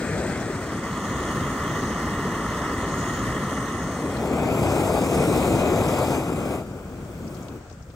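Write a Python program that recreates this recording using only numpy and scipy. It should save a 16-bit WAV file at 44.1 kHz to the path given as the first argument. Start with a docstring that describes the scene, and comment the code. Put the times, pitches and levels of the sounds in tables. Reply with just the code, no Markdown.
"""Small gas stove under a mug

Outdoors, at three places in turn, each fading into the next: beside the mug, above its mouth, close to the burner.
The flame is coloured noise with short uneven swells; the gas jet hisses, the mug's hollow colours the roar.
Bubbles of the simmering water ring narrow bands, heard from above. A hand turns the flame down
until it throbs and nearly dies; the wire valve handle ticks in short noise bursts. Light wind lies behind.
"""
import sys
import numpy as np
from scipy import signal
from scipy.fft import rfft, irfft
from scipy.io import wavfile
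from scipy.ndimage import uniform_filter1d

SR = 44100
rng = np.random.default_rng(int(sys.argv[2]) if len(sys.argv) > 2 else 0)


def generate_wav(signal):
    """Clip the signal to [-1, 1] and save it as 16-bit WAV at the path in sys.argv[1]."""
    frames = np.transpose(np.atleast_2d(signal))
    scaled = np.clip(frames, -1, 1) * 32767
    pcm = np.round(scaled).astype(np.int16)
    wavfile.write(sys.argv[1], SR, pcm)


N = 350578
SIZE = 1024  # samples in a spectral frame
HOP = SIZE // 4
HZ = np.fft.rfftfreq(SIZE, 1 / SR)
FRAME_S = np.arange(N // HOP + 5) * HOP / SR
T = np.arange(N) / SR

# listening place, crossfaded from one to the next:
# (time [s], place [0 beside the mug, 1 above its mouth, 2 close to the burner])
LISTENING_PLACE = [(0.25, 0), (0.7, 0.56), (1.1, 1.08), (1.5, 1.04), (3.8, 1.06), (4.17, 1.51),
                   (4.28, 1.82), (4.58, 2.12)]
# roar spectrum at each place, and of the low flame: (frequency [Hz], relative density [dB per Hz])
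ROAR_BESIDE = [(25, -34), (55, -2.5), (130, -3), (300, -3), (700, -10.5), (980, -21), (1350, -14),
               (1800, -13.5), (2500, -22), (2900, -34), (9000, -62)]
ROAR_ABOVE = [(25, -33), (55, 6.5), (100, -2.5), (230, 1.5), (320, -3), (450, -6.5), (800, -13.5),
              (1570, -21), (2450, -26.5), (9000, -101)]
ROAR_CLOSE = [(25, -27), (50, -13), (90, 0), (330, 0.5), (720, -3.5), (950, -11), (1350, -13), (1780, -24),
              (2150, -21), (2420, -17), (3000, -25.5), (9000, -90)]
ROAR_LOW = [(25, 9.5), (50, 2.5), (130, 3), (300, -2.5), (550, -8.5), (900, -20), (1380, -18), (1590, -21),
            (1760, -40), (2400, -26), (9000, -85.5)]
# jet spectrum at each place, and with the valve nearly shut: (frequency [Hz], relative density [dB per Hz])
HISS_BESIDE = [(2000, -30.0), (3200, 1.5), (4200, 0.5), (5500, -0.5), (7300, 1.5), (8400, 3.5), (10000, -7),
               (11200, -14), (12500, -17), (15500, -17)]
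HISS_ABOVE = [(2100, -27), (2500, -14), (2850, 0.0), (3500, -1.4), (3900, -6.5), (4300, -5.5), (4800, -8.5),
              (5300, -4.4), (5750, -6.8), (7600, -6.3), (8800, -4), (9300, -6), (9900, -13), (11200, -12.8),
              (12500, -21.1), (14000, -20.6), (15500, -16.7)]
HISS_CLOSE = [(2100, -26.8), (2900, -7.5), (3300, -4.3), (3700, -4), (4200, -4.8), (5800, -5.6),
              (7200, -1.6), (8000, -0.8), (8600, 0.6), (9600, -1.4), (10300, -8.5), (11500, -5.8),
              (12900, -14.0), (14500, -10.3), (15600, -13.9)]
HISS_LOW = [(2100, -25.0), (3000, -1.5), (4550, -6), (4850, 0), (5150, -4.8), (6250, -2.5), (6550, 0.3),
            (6850, -3), (8100, 1.2), (9600, 1.5), (10300, -6), (11400, -5), (12600, -11), (14400, -1.5),
            (15600, -2)]
# the two microphone ports at each place:
# (frequency [Hz], left over right [dB], coherence [0-1], left lead [rad])
PORTS_BESIDE = [(150, 0.9, 0.991, 0.1), (750, 5.3, 0.96, 0.1), (1000, -0.5, 0.91, 0.4),
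                (1600, 6.7, 0.9, 0.3), (2450, -4.4, 0.85, 1.1), (3200, 1.2, 0.81, 1.5),
                (4100, 5.6, 0.59, 1.2), (5500, 5.0, 0.45, 2.4), (7300, 4.2, 0.6, 1.5),
                (8700, -1.9, 0.43, -0.5)]
PORTS_ABOVE = [(150, 1.3, 0.994, 0.05), (450, 0.5, 0.989, 0.1), (850, 1.6, 0.979, -0.19),
               (1100, -0.6, 0.99, -0.26), (1330, -0.2, 0.97, -0.51), (1510, -6.7, 0.72, -0.5),
               (1680, 3.0, 0.81, 1.09), (1920, -4.1, 0.95, 0.8), (2200, -2, 0.73, 0.8),
               (2400, -2, 0.61, 1.8), (2650, 1, 0.55, 1.0), (2900, -2, 0.8, 1.1), (3300, 1, 0.85, 0.7),
               (3900, 0, 0.42, -0.2), (4300, 2, 0.61, -0.7), (4800, 5, 0.35, -3.4), (5300, 8, 0.7, -3.1),
               (5800, 8, 0.38, -5.4), (7300, 2.4, 0.4, -4.1), (8700, -2.9, 0.7, -6.4)]
PORTS_CLOSE = [(170, 1.2, 0.995, 0.17), (350, 2.8, 0.975, 0.52), (550, 5.7, 0.995, 0.01),
               (1200, 2.8, 0.982, 0.07), (1620, 11.6, 0.58, 1.89), (2000, 0.4, 0.83, 0.5),
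               (2200, 2, 0.89, 2.0), (2450, 1, 0.92, 2.0), (2650, -2, 0.9, 2.6), (2850, 0, 0.93, 3.2),
               (3050, 1.5, 0.82, 3.5), (3300, 3.6, 0.56, 4.9), (3900, 8.1, 0.39, 6.88),
               (5100, 2.0, 0.71, 6.38), (6300, -1.6, 0.64, 6.34), (7400, -0.9, 0.71, 6.49),
               (8500, -7.0, 0.26, 8.71)]
# strength of the flame, nudged up and then turned down by hand: (time [s], strength against normal [dB])
FLAME_STRENGTH = [(0.3, -1), (0.48, -2.5), (0.82, -2.5), (1.3, 0.5), (3.35, 0.3), (3.92, -2.5), (4.7, 0.5),
                  (5.07, 0), (5.16, 1), (5.7, 1.5), (6.16, -0.3), (6.24, -5), (6.555, -5), (6.645, -13.5),
                  (7.0, -15), (7.3, -14), (7.57, -15), (7.63, -22.5), (7.76, -25), (7.93, -21.5)]
# short uneven swells of the roar, and puffs as it starves: (middle [s], length [s], level [dB], pitch [Hz])
ROAR_SWELLS = [(0.137, 0.1, -30.5, 106), (0.22, 0.11, -36, 486), (0.295, 0.046, -29.5, 203),
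               (0.48, .07, -30.5, 280), (1.115, 0.11, -36, 104), (1.376, 0.13, -35, 120),
               (1.716, 0.077, -34, 130), (2.658, .07, -33.5, 1080), (3.015, 0.066, -42, 140),
               (3.293, 0.063, -28.5, 85), (4.7, 0.11, -27.5, 110), (5.19, 0.088, -28, 99),
               (5.295, 0.24, -29, 332), (5.533, 0.13, -30, 90), (6.5, .08, -38, 90),
               (7.242, 0.053, -35.5, 243), (7.552, 0.027, -41, 200), (7.65, 0.032, -47, 550),
               (7.715, 0.0079, -44, 480), (7.718, .025, -43, 90), (7.777, 0.012, -38.5, 95),
               (7.832, 0.018, -38.5, 110), (7.884, .03, -40, 85)]
# jet hiss with a normal flame: (time [s], level [dB])
JET_LEVEL = [(0.3, -41), (2.0, -43.5), (4.15, -42), (4.42, -42.5), (4.75, -38), (5.4, -37.5), (5.7, -40.5),
             (5.95, -38), (6.9, -37), (7.35, -33), (7.55, -38), (7.7, -32)]
# lift of the sharp top of the hiss: (time [s], lift [dB])
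HISS_SHARPNESS = [(2.8, -3.5), (4.1, 1), (4.3, -2), (4.56, -8), (4.78, -1), (5.45, 0.5), (5.72, -7),
                  (6.3, -2)]
# one reflection off mug or ground, beside the mug then above it: (extra path [m], share of amplitude [0-1])
NEAR_REFLECTIONS = [(0.417, 0.23), (0.307, 0.058)]
# distance of the reflection off the moving hand, at the burner: (time [s], extra path [m])
HAND_PATH = [(4.25, 0.32), (4.7, 0.27), (5.5, 0.26), (5.85, 0.279), (6.55, 0.268), (6.8, 0.31)]
# air resonances of the mug: (frequency [Hz], half-power width [Hz], relative level [dB])
MUG_MODES = [(1128, 260, 2), (1348, 154, -2), (1756, 115, -5.5), (1897, 240, -2), (2910, 380, -18)]
# surges of bubbles: (middle [s], half length [s], level above the mouth [dB], pitch [Hz])
SIMMER_SURGES = [(1.2, 0.65, -46.5, 6580), (1.84, 0.38, -45.5, 6350), (2.518, .25, -49, 6400),
                 (3.06, 0.45, -43.5, 6680), (3.58, 0.25, -48, 6350), (3.88, 0.35, -47, 6480)]
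# modes of the mug's base: (frequency [Hz], half-power width [Hz], relative level [dB], left over right [dB])
BASE_MODES = [(3345, 230, 0, -1), (4340, 200, -7, -4), (5330, 300, -3, 7)]
# soft ticks and scrapes of the handle:
# (time [s], level before the port gains [dB], pitch [Hz], width [octaves], decay by 60 dB [s])
HANDLE_TICKS = [(4.168, -40, 3900, 0.35, .04), (7.278, -46, 5400, .16, .04), (7.344, -52, 5300, .45, .1),
                (7.367, -54, 3200, .7, .05), (7.425, -51, 6700, .25, 0.092), (7.483, -43, 3400, 0.67, 0.03),
                (7.698, -50, 4600, 0.91, 0.042), (7.711, -52, 4500, 1, .035), (7.725, -54, 6400, .25, .07),
                (7.824, -53, 5800, .25, 0.056), (7.900, -55, 2900, .8, .08)]
# spectrum of open air and light wind: (frequency [Hz], relative density [dB per Hz])
AIR_SPECTRUM = [(20, -29), (55, -1.5), (110, 0.5), (300, -19), (550, -8), (950, -16), (1400, -11.5),
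                (1900, -19.5), (4000, -28), (8000, -25), (11000, -56), (16000, -41)]
# level of the open air, which lulls at the end: (time [s], level [dB])
BREEZE_LEVEL = [(7.3, -47), (7.66, -47.5), (7.9, -52)]

ROAR_DB = (-26.96, -28.46, -21.96)  # normal flame: beside the mug, above it, at the burner
MUG_DB = -32  # over the mouth, with a normal flame
SIMMER_DB = -50  # above the mouth, between the surges
ROAR_FOLLOWS, JET_FOLLOWS, MUG_FOLLOWS = 0.88, 1.32, 0.84  # dB of rise for one dB of flame
DULL_DB = (-4, -16.5)  # flame strength where its colour starts to dull, and is fully dull
STARVED_DB = (-18, -21)  # flame strength where it starts to throb, and throbs fully
HAND_SHARE = 0.21  # amplitude of the hand's reflection against the direct hiss
SHARP_HZ, SHARP_WIDTH_HZ = 9000, 1000
BUBBLES_PER_S, BUBBLE_SPREAD_DB = 3000, 2.2  # so many, so alike, that they merge into a sizzle
TICK_TOP_HZ = 8000
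EDGE_HZ = 15800  # upper band limit of the microphone


def flame(ports, flutter, flutter_db=0.5, puff_db=3.0, sway_db=0.21, patchy_db=1.0,
          throb_hz=80, throb_width_hz=45, throb_db=8):
    """Turbulent burning: a low, swaying roar that dulls as the valve closes, and throbs when starved of gas."""
    colour_db = colour(ROAR_BESIDE, ROAR_ABOVE, ROAR_CLOSE, ROAR_LOW)
    colour_db = colour_db + patchy_db * patches(size=8, count=8)
    throb_band = np.exp(-((HZ - throb_hz) / throb_width_hz) ** 2)
    throb = sunk(FRAME_S, STARVED_DB)[:, None] * throb_band
    roar = turbulence(colour_db + throb_db * throb, *ports)
    flutter_depth_db = flutter_db + puff_db * sunk(T, STARVED_DB)
    unrest_db = flutter_depth_db * flutter + sway_db * wander(rate_hz=1.9)
    return roar * gain_of(here(ROAR_DB) + ROAR_FOLLOWS * burn(T) + unrest_db)


def roar_swells(ports, octaves=0.58):
    """Short uneven swells of the flame's roar, mostly low, and puffs as it starves: bands of noise."""
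    power, level = 0, 0
    for middle, length, db, pitch in ROAR_SWELLS:
        band = evened(np.exp(-(np.log2((HZ + 1) / pitch) / octaves) ** 2))
        frame_power = np.exp(-(2 * (FRAME_S - middle) / length) ** 2)[:, None]
        power = power + gain_of(db) ** 2 * frame_power * band
        level = level + gain_of(db) * np.exp(-0.5 * (2 * (T - middle) / length) ** 2)
    return level * turbulence(10 * np.log10(power + 1e-30), *ports)


def jet(ports, flutter, flutter_db=0.5, sputter_db=0.76, patchy_db=1.7):
    """The gas jet hisses, swaying with the flame and sputtering finely; a near reflection ripples its colour."""
    wavenumber = 2 * np.pi * HZ / 343  # speed of sound in m/s
    echoes = [*NEAR_REFLECTIONS, (at(HAND_PATH, FRAME_S)[:, None], HAND_SHARE)]
    ripples = []
    for path, share in echoes:
        # power of the direct sound plus one delayed copy
        ripples.append(10 * np.log10(1 + share ** 2 + 2 * share * np.cos(wavenumber * path)))
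    sharp_band = np.exp(-((HZ - SHARP_HZ) / SHARP_WIDTH_HZ) ** 2)
    sharp_db = at(HISS_SHARPNESS, FRAME_S)[:, None] * sharp_band
    colour_db = colour(HISS_BESIDE, HISS_ABOVE, HISS_CLOSE, HISS_LOW) + by_place(*ripples) + sharp_db
    hiss = turbulence(colour_db + patchy_db * patches(size=12, count=16), *ports)
    unrest_db = flutter_db * flutter + sputter_db * wander(rate_hz=120)
    return hiss * gain_of(at(JET_LEVEL, T) + JET_FOLLOWS * burn(T) + unrest_db)


def mug(ports, flutter, flutter_db=0.5, sputter_db=0.8, beside=0.23):
    """The sputtering flame rings the air in the mug in a few broad modes, heard mostly over its mouth."""
    power = sum(gain_of(db) ** 2 / 2 ** ((2 * (HZ - hz) / width) ** 2) for hz, width, db in MUG_MODES)
    ring = turbulence(10 * np.log10(power + 1e-9), *ports)
    unrest_db = flutter_db * flutter + sputter_db * wander(rate_hz=75)
    nearness = here([beside, 1, 0])
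    return ring * nearness * gain_of(MUG_DB + MUG_FOLLOWS * burn(T) + unrest_db)


def simmer(sizzle_width_hz=560, sizzle_db=10, sizzle_left_db=8.5):
    """Steam bubbles collapse on the base: a sizzle of drifting pitch, over fainter modes of the thin metal."""
    pitch = at([(middle, hz) for middle, _, _, hz in SIMMER_SURGES], T)
    sizzle = pings(pitch, sizzle_width_hz, sizzle_db, sizzle_left_db)
    base = sum(pings(*mode) for mode in BASE_MODES)
    return evened(sizzle + base) * here([0, 1, 0]) * surging()


def surging():
    """Amplitude of the simmer: each surge swells and ebbs in a smooth arch above a faint steady fizz."""
    power = gain_of(SIMMER_DB) ** 2
    for middle, length, db, _ in SIMMER_SURGES:
        arch = np.cos(np.pi / 2 * np.clip((T - middle) / length, -1, 1)) ** 2
        power = power + (gain_of(db) * arch) ** 2
    return np.sqrt(power)


def pings(hz, width_hz, db, balance_db):
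    """A dense rain of collapsing bubbles rings one resonance, whose pitch may drift."""
    where = np.flatnonzero(rng.random(N) < BUBBLES_PER_S / SR)
    size = gain_of(BUBBLE_SPREAD_DB * np.minimum(rng.exponential(1, len(where)), 5))
    # phase in turns: a part common to both ports and a smaller part of each port's own
    phase = rng.random(len(where)) + 0.5 * rng.random((2, len(where)))
    clicks = np.zeros((2, N), complex)
    clicks[:, where] = size * np.exp(2j * np.pi * phase)
    # a double pole gives the half-power width; the carrier then lifts the ringing to its pitch
    keep = np.exp(-np.pi * width_hz / np.sqrt(np.sqrt(2) - 1) / SR)
    envelope = signal.lfilter([1], [1, -2 * keep, keep ** 2], clicks)
    carrier = np.exp(2j * np.pi * np.cumsum(hz * np.ones(N)) / SR)
    ring = (envelope * carrier).real
    return evened(ring) * gain_of(db + balance_db * np.array([[0.5], [-0.5]]))


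def ticks(rise_s=0.0012, left_db=6.0, right_db=-4.0):
    """The wire handle ticks and scrapes softly under the fingers: a short burst in a metallic band."""
    t = np.arange(SIZE * 4) / SR
    hz = np.fft.rfftfreq(len(t), 1 / SR) + 1
    out = np.zeros((2, N))
    for start, db, pitch, octaves, t60 in HANDLE_TICKS:
        band = np.exp(-0.5 * (np.log2(hz / pitch) / octaves) ** 2)
        band = band / (1 + (hz / TICK_TOP_HZ) ** 10)
        burst = evened(irfft(rfft(rng.standard_normal((2, len(t)))) * band))
        tick = burst * np.minimum(t / rise_s, 1) * gain_of(-60 * t / t60)
        part = out[:, round(start * SR):][:, :len(t)]
        part += gain_of(db) * tick[:, :part.shape[1]]
    return out * gain_of([[left_db], [right_db]])


def air(gust_db=0.3, left_db=2.1, alike_below_hz=800):
    """Light wind in the open: a soft rumble, alike in both ports, under a diffuse rustle."""
    likeness = 1 / (1 + (HZ / alike_below_hz) ** 2)
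    wash = turbulence(read(AIR_SPECTRUM), left_db, likeness)
    return wash * gain_of(at(BREEZE_LEVEL, T) + gust_db * wander(rate_hz=5.9))


def turbulence(colour_db, balance_db, link):
    """Two-port noise of steady unit level whose colour may change from frame to frame."""
    a, b, c, d = rng.standard_normal((4, len(FRAME_S), len(HZ)))
    left = a + 1j * b
    # the right port shares the linked part of the left and adds noise of its own
    right = np.conj(link) * left + np.sqrt(np.maximum(1 - abs(link) ** 2, 0)) * (c + 1j * d)
    size, lean = gain_of(colour_db), gain_of(balance_db)
    size = size / np.linalg.norm(size, axis=-1, keepdims=True) / np.sqrt(1 + lean ** 2)
    spectra = np.array([left * lean, right]) * size
    _, noise = signal.istft(spectra, nperseg=SIZE, noverlap=SIZE - HOP, time_axis=-2, freq_axis=-1)
    return evened(noise[:, :N])


def stove_ports(treble_hz=9300, lag_s=0.00029, in_phase_hz=8500):
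    """Balance [dB] and complex coherence of the stove; in the top treble a fixed lag links the ports."""
    tables = PORTS_BESIDE, PORTS_ABOVE, PORTS_CLOSE
    balance_db = by_place(*(read(p) for p in tables))
    likeness = by_place(*(read(p, axis=2) for p in tables))
    lead = np.angle(by_place(*(np.exp(1j * read(p, axis=3)) for p in tables)))
    top = np.clip((HZ - treble_hz) / 1000 + 0.5, 0, 1)
    lagged = np.exp(-2j * np.pi * (HZ - in_phase_hz) * lag_s)
    link = (1 - top) * likeness * np.exp(1j * lead) + top * lagged
    return (1 - top) * balance_db, link


def colour(beside, above, close, turned_down):
    """Spectrum in dB as one place fades into the next and the valve closes: frames x bins."""
    low = sunk(FRAME_S, DULL_DB)[:, None]
    return (1 - low) * by_place(read(beside), read(above), read(close)) + low * read(turned_down)


def burn(t):
    """Strength of the flame in dB at the times t."""
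    return at(FLAME_STRENGTH, t)


def sunk(t, limits_db):
    """How far the flame has sunk from the first strength to the second, 0-1."""
    return np.clip((burn(t) - limits_db[0]) / (limits_db[1] - limits_db[0]), 0, 1)


def here(values):
    """Blends three values, one for each place, as one place fades into the next."""
    return np.interp(at(LISTENING_PLACE, T), [0, 1, 2], values)


def by_place(beside, above, close):
    """Blends three rows of bins as one place fades into the next: frames x bins."""
    place = np.clip(at(LISTENING_PLACE, FRAME_S), 0, 2)[:, None]
    rows = enumerate((beside, above, close))
    return sum(np.maximum(1 - abs(place - k), 0) * row for k, row in rows)


def wander(rate_hz, slowest_hz=2):
    """Slow chance of rms one, with changes above slowest_hz that weaken beyond rate_hz."""
    hz = np.fft.rfftfreq(N, 1 / SR)
    spectrum = rfft(rng.standard_normal(N)) * (hz > slowest_hz) / (1 + (hz / rate_hz) ** 2)
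    return evened(irfft(spectrum, N))


def patches(size, count):
    """A random field of rms one, smooth over size frames and count bins."""
    field = rng.standard_normal((len(FRAME_S), len(HZ)))
    field = uniform_filter1d(field, size, axis=0)
    return evened(uniform_filter1d(field, count, axis=1))


def gain_of(db):
    """Decibels to amplitude."""
    return 10 ** (np.asarray(db) / 20)


def evened(x):
    """Scales to an rms of one."""
    return x / np.sqrt(np.mean(x ** 2) + 1e-20)


def at(curve, t):
    """Reads a curve at the times t."""
    return np.interp(t, *np.transpose(curve))


def read(points, axis=1):
    """Reads one column of a table on a log-frequency axis."""
    columns = np.transpose(points)
    return np.interp(np.log(HZ + 1), np.log(columns[0]), columns[axis])


def scene():
    """One flutter of the flame moves roar, jet and mug together."""
    ports = stove_ports()
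    flutter = wander(rate_hz=30, slowest_hz=8.5)
    stove = flame(ports, flutter) + roar_swells(ports) + jet(ports, flutter)
    return stove + mug(ports, flutter) + simmer() + ticks() + air()


def record(dry):
    """The microphone sheds the deepest rumble; then the band limit."""
    highpass = signal.butter(4, 45, "highpass", fs=SR, output="sos")
    thinned = signal.sosfilt(highpass, dry)
    lowpass = signal.firwin(511, EDGE_HZ, window=("kaiser", 9), fs=SR)
    return signal.oaconvolve(thinned, lowpass[None], "same")


dry = scene()
out = record(dry)
generate_wav(out)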